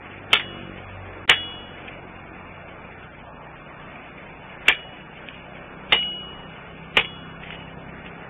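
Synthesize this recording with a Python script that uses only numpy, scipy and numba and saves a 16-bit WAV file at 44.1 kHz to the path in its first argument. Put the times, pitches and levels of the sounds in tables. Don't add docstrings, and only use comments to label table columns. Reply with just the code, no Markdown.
import sys
import numpy as np
from scipy import signal
from scipy.io import wavfile
from scipy.ndimage import uniform_filter1d
from numba import njit

SR = 44100
rng = np.random.default_rng(int(sys.argv[2]) if len(sys.argv) > 2 else 0)


def to_linear_factor(level_db):
    exponent = np.asarray(level_db, float) / 20
    return 10 ** exponent


def store_pcm(level_fs):
    pcm = np.round(np.clip(level_fs, -1, 1) * 32767).astype(np.int16)
    wavfile.write(sys.argv[1], SR, np.atleast_2d(pcm).T)


N = 365809
T = np.arange(N) / SR


@njit
def svf(x, hz, width):
    y, band, low = np.empty(len(x)), 0., 0.
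    g, damping = np.tan(np.pi * hz / SR), width / hz
    for i in range(len(x)):
        v = (band + g * (x[i] - low)) / (1 + g * (g + damping))
        band, low, y[i] = 2 * v - band, low + 2 * g * v, damping * v
    return y


def svf_twice(x, hz, width):
    return svf(svf(x, hz, width), hz, width)


def unit(x):
    return x / np.sqrt(np.mean(x ** 2))


def walk(rate, count=N):
    hold = int(SR / rate)
    steps = np.repeat(rng.standard_normal(count // hold + 1), hold)
    return 1.3 * uniform_filter1d(uniform_filter1d(steps, hold), hold)[:count]


def add(out, s, x):
    i = int(s * SR)
    out[i:i + len(x)] += x[:len(out) - i]


def fade(t, t60):
    return to_linear_factor(-60 * t / t60)


def low_pass(x, hz, order=8):
    return signal.sosfiltfilt(signal.cheby2(order, 45, hz, fs=SR, output="sos"), x)


def road():
    # frequency_hz, density_db (per Hz)
    colour = [(25, -1.5), (105, -9.5), (146, -2), (384, -7.5), (722, -5.5), (2660, -12.5), (3600, -24),
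              (4940, -64)]
    # centre_s, half_length_s, level_db
    passes = [
        (.55, .2, 2.5),
        (1.284, 0.28, 2),
        (3.19, 0.44, -1.1),
        (8.2, 0.26, 1.5),
    ]
    steady_db, rumble_db = -44.5, -1
    hz, density_db = np.transpose(colour)
    bands = []
    for centre in 28 * 2 ** np.arange(0, 7.2, 1 / 3):
        band_db = np.interp(np.log(centre), np.log(hz), density_db) + 1.8 * walk(9)
        bands.append(to_linear_factor(band_db) * svf_twice(rng.standard_normal(N), centre, centre / 3))
    low, high = sum(bands[:11]), sum(bands[11:])
    swell_db = sum(db * np.exp(-((T - s) / half) ** 2) for s, half, db in passes)
    return (high + low * to_linear_factor(rumble_db)) / np.std(high) * to_linear_factor(steady_db + 2.5 + swell_db)


def engine(curve, orders, wobble, flutter_db, knee):
    s, hz, db, upper_db = np.transpose(curve)
    phase = 2 * np.pi * np.cumsum(np.interp(T, s, hz) * (1 + wobble * walk(6))) / SR
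    throttle_db = np.interp(T, s, upper_db)
    tones = np.zeros(N)
    for k, order_db in orders:
        level_db = order_db + flutter_db * walk(6.4) + throttle_db * (k > knee)
        tones += to_linear_factor(level_db) * np.sin(k * phase)
    fade_in = np.clip((T - s[0] + 0.27) / 0.34, 0, 1)
    fade_out = np.clip((s[-1] + 0.25 - T) / 0.48, 0, 1)
    return np.sqrt(2) * tones * to_linear_factor(np.interp(T, s, db)) * fade_in * fade_out


def leaving_engine():
    # time_s, firing_hz, level_db, upper_multiples_db
    curve = [(0, 49.64, -49.5, -3), (.31, 48.97, -48.5, 2), (.7, 46.95, -46.5, 5.5), (.97, 47.36, -40, -17),
             (1.3, 45.4, -44.5, -3.5), (1.84, 44.8, -51, 2), (2.3, 45.36, -50.5, 1), (3.1, 44.95, -60, 2),
             (4.1, 45.1, -67, -8)]
    # multiple, level_db
    orders = [(1, -10), (2, -1.5), (3, -6), (4, -4.5), (5, -8), (6, -13.5), (7, -6), (8, -13), (9, -14.5),
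              (10, -14.5), (11, -11)]
    return engine(curve, orders, wobble=.004, flutter_db=1.3, knee=2.5)


def idling_engine():
    # time_s, firing_hz, level_db, upper_multiples_db
    curve = [(2.2, 29.45, -62, 3), (3.06, 30.02, -54.5, -6.5), (4.03, 31.07, -56.5, 3),
             (5.1, 31.7, -55.5, 0), (6, 32.06, -54, 9.5), (6.6, 32.65, -52, 1), (7.2, 32.8, -49, 1.5),
             (7.88, 32.8, -48.5, 3), (8.29, 33.86, -52, 3)]
    # multiple, level_db
    orders = [(2, -3.5), (3, -7), (4, -4.5), (5, 2), (6, -3.5), (8, -8), (11, -15.5), (12, -11.5)]
    return engine(curve, orders, wobble=.003, flutter_db=1.0, knee=5.5)


def scrape():
    # start_s, length_s, level_db
    drags = [(0.067, .25, -58.5), (0.745, 0.13, -54.5), (1.04, 0.11, -49.5), (1.757, .17, -52.5),
             (5.124, 0.063, -57), (5.311, 0.071, -51.5), (7.405, 0.09, -49.5), (7.504, 0.04, -40.5)]
    rest_db = -52
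    attack_s, release_s = 0.017, 0.035
    grains = to_linear_factor(3.6 * walk(120)) * unit(svf_twice(rng.standard_normal(N), 2350., 1500.))
    strength = to_linear_factor(rest_db)
    for s, length, db in drags:
        onset = np.clip((T - s) / attack_s, 0, 1)
        strength = strength + to_linear_factor(db) * onset * np.exp(-np.maximum(T - s - length, 0) / release_s)
    return grains * strength


def ring(t, low_db, high_db):
    # mode_hz, t60_s
    modes = [(2912, 1.02), (3370, .82)]
    out = 0
    for (hz, t60), db in zip(modes, (low_db, high_db)):
        partner = 0.1 * fade(t, 0.32) * np.sin(2 * np.pi * (hz + 9) * t)
        out = out + to_linear_factor(db) * fade(t, t60) * (np.sin(2 * np.pi * hz * t) + partner)
    return out


def ticks():
    # start_s, peak_db, centre_hz, t60_s, ring_db
    contacts = [(.3975, -16.5, 1960, 0.12, -50.5), (1.3144, -21, 2350, 0.029, -45),
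                (4.6984, -8, 2300, 0.033, -41), (5.009, -33, 2130, 0.035, -59),
                (5.2877, -22, 2500, 0.016, -55.5), (5.344, -28.5, 2490, 0.025, -57),
                (5.3826, -35, 2600, 0.035, -57.5), (6.027, -20.5, 2540, 0.04, -46.5),
                (6.9933, -9, 2380, 0.031, -56), (7.048, -21.5, 2800, 0.048, -44),
                (7.5058, -19, 1710, 0.026, -41), (8.0637, -29, 2480, 0.036, -55)]
    out, t = np.zeros(N), T[:SR]
    for s, db, hz, t60, ring_db in contacts:
        noise = rng.standard_normal(SR // 5)
        broad = unit(svf(svf(noise, 2300., 1800.), 2800., 1800.))
        knock = unit(svf(noise, 1. * hz, 500.)) + .9 * broad
        add(out, s - .001, to_linear_factor(db - 10.0) * knock * fade(t[:len(noise)], max(t60, .008)))
        add(out, s, ring(t, ring_db, ring_db - 18.0))
    return out


def resonate(x, peaks):
    return unit(sum(to_linear_factor(db) * svf(x, 1. 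* hz, 1. * width) for hz, width, db in peaks))


def blows():
    # start_s, blow_db, low_ring_db, high_ring_db
    strikes = [
        (0.3314, -6, -29.5, -32.5),
        (1.295, -2.5, -22.5, -22),
        (4.683, -6, -35.5, -43.5),
        (5.9234, -7, -16.5, -36.5),
        (6.9703, -7.5, -35, -30.5),
    ]
    # mode_hz, width_hz, level_db
    bars = [
        [(1411, 130, -6.5), (1790, 110, -5), (2254, 74, -0.5), (2650, 40, -0.5), (3050, 71, 5),
         (3467, 260, -1.5)],
        [(1830, 150, -11), (1990, 53, -3), (2260, 370, -7), (2930, 17, 4.5), (3600, 29.95, -1.5),
         (3830, 18, -5)],
        [(1770, 64, -2), (1993, 46, -1), (2350, 21, -8), (2355, 88, 4.5), (2712, 42, -8.5), (3266, 62, -15.5)],
        [(1530, 9.8, -12), (2120, 47, -5), (2393, 19, 5), (2800, 106, -7.5), (3000, 20, -12), (3624, 210, -4)],
        [(1870, 41, -19), (2260, 32, -2.5), (2380, 82, -6), (2570, 22, 0.5), (2889, 44, 0), (3800, 57, -16)],
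    ]
    # mode_hz, width_hz, level_db
    stump = [(168, 140, -10), (254, 11, -9), (452.7, 94, 5), (762, 170, 0.5), (865, 61, -9)]
    snaps = [3, -1, 2.5, 1, -0.5]
    crack_db, crack_hold_s, crack_t60_s = 4.5, 0.0041, 0.013
    rattle_db, rattle_hold_s, rattle_t60_s = -2.5, .012, 0.16
    thud_db, thud_gain_db = -10.5, 2.5
    ahead_s, ahead_db = 0.028, -24.5
    out, t = np.zeros(N), T[:2 * SR]
    short = t[:SR // 2]
    for k, ((s, db, low_db, high_db), bar, snap_db) in enumerate(zip(strikes, bars, snaps)):
        noise = rng.standard_normal((2, len(short)))
        broad = unit(svf_twice(noise[0], 2900.0, 2800.0))
        steel = resonate(noise[0], bar) + to_linear_factor(-4.5) * broad
        rise = 1 - np.exp(-short / 0.00024)

        crack_decay = fade(np.maximum(short - crack_hold_s, 0), crack_t60_s)
        crack = to_linear_factor(crack_db + snap_db) * crack_decay * (0.48 * steel + 0.79 * broad)

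        chatter = to_linear_factor(2.4 * walk(400, count=len(short)))
        rattle_decay = fade(np.maximum(short - rattle_hold_s, 0), rattle_t60_s)
        rattle = to_linear_factor(rattle_db) * steel * (rattle_decay * chatter + to_linear_factor(-23.0) * fade(short, 0.22))

        ground = to_linear_factor(-17) * fade(short, 0.22) * np.sin(2 * np.pi * 52 * short)
        thud = to_linear_factor(thud_db + k * thud_gain_db) * (fade(short, 0.13) * resonate(noise[1], stump) + ground)

        add(out, s - .001, to_linear_factor(db - 6.5) * rise * (crack + rattle + thud))
        add(out, s, ring(t, low_db, high_db))
        swell = np.linspace(.3, 1, int(ahead_s * SR))
        ahead = (0.3 * steel + 1.0 * noise[1])[-len(swell):]
        add(out, s - ahead_s, to_linear_factor(db + 3.5 + ahead_db) * swell * ahead)
    return out


def scene():
    background = road() + leaving_engine() + idling_engine()
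    return (background + scrape() + ticks() + blows())[None]


def thin(x, follow, size=1024, count=186):
    # frequency_hz, threshold_db
    threshold = [(300, -74.5), (1000, -56.5), (1500, -66), (2000, -55), (2400, -63.5), (3250, -57.5),
                 (3450, -74.5), (4000, -62.5)]
    n, k = np.arange(2 * size), np.arange(count)
    window = np.sin(np.pi * (n + .5) / (2 * size))[:, None]
    basis = window * np.cos(np.pi / size * np.outer(n + .5 + size / 2, k + .5))
    blocks = np.pad(x, (size, 2 * size - len(x) % size)).reshape(-1, size)
    lines = np.hstack([blocks[:-1], blocks[1:]]) @ basis * 2 / size
    loud_db = 10 * np.log10(np.sum(lines ** 2, axis=1))
    excess_db = (loud_db - np.median(loud_db))[:, None]
    hz, db = np.transpose(threshold)
    line_hz = (k + .5) * SR / 2 / size
    floor = to_linear_factor(np.interp(np.log(line_hz), np.log(hz), db) + follow * excess_db)
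    frames = (lines * (np.abs(lines) > floor)) @ basis.T
    return (frames[1:, :size] + frames[:-1, size:]).ravel()[:len(x)]


def dropout(x):
    lost_s, back_s, fade_s, lost_db, hum_db = 1.258, 1.278, 0.011, -54, -8.5
    lost = np.clip((T - lost_s) / fade_s + .5, 0, 1) ** 2 * np.clip((back_s - T) / 0.0019, 0, 1)
    return x * to_linear_factor(lost_db * lost) + lost * to_linear_factor(hum_db) * svf_twice(x, 330., 150.)


def top_cut(x):
    return signal.sosfilt(signal.butter(12, 16650, fs=SR, output="sos"), x)


def record(dry):
    mic_clip, output_clip = .78, .73
    phone_rate_hz, top_hz = 8000, 4439
    mirror_db, mirror_top_hz = -19, 4720
    x = low_pass(np.clip(dry[0], -mic_clip, mic_clip), top_hz)
    x = dropout(thin(x, follow=0.28))
    mirror = low_pass(x * np.cos(2 * np.pi * phone_rate_hz * T), mirror_top_hz, order=20)
    mix = np.clip(x + to_linear_factor(mirror_db) * mirror, -output_clip, output_clip)[None]
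    return top_cut(mix)


dry = scene()
out = record(dry)
store_pcm(out)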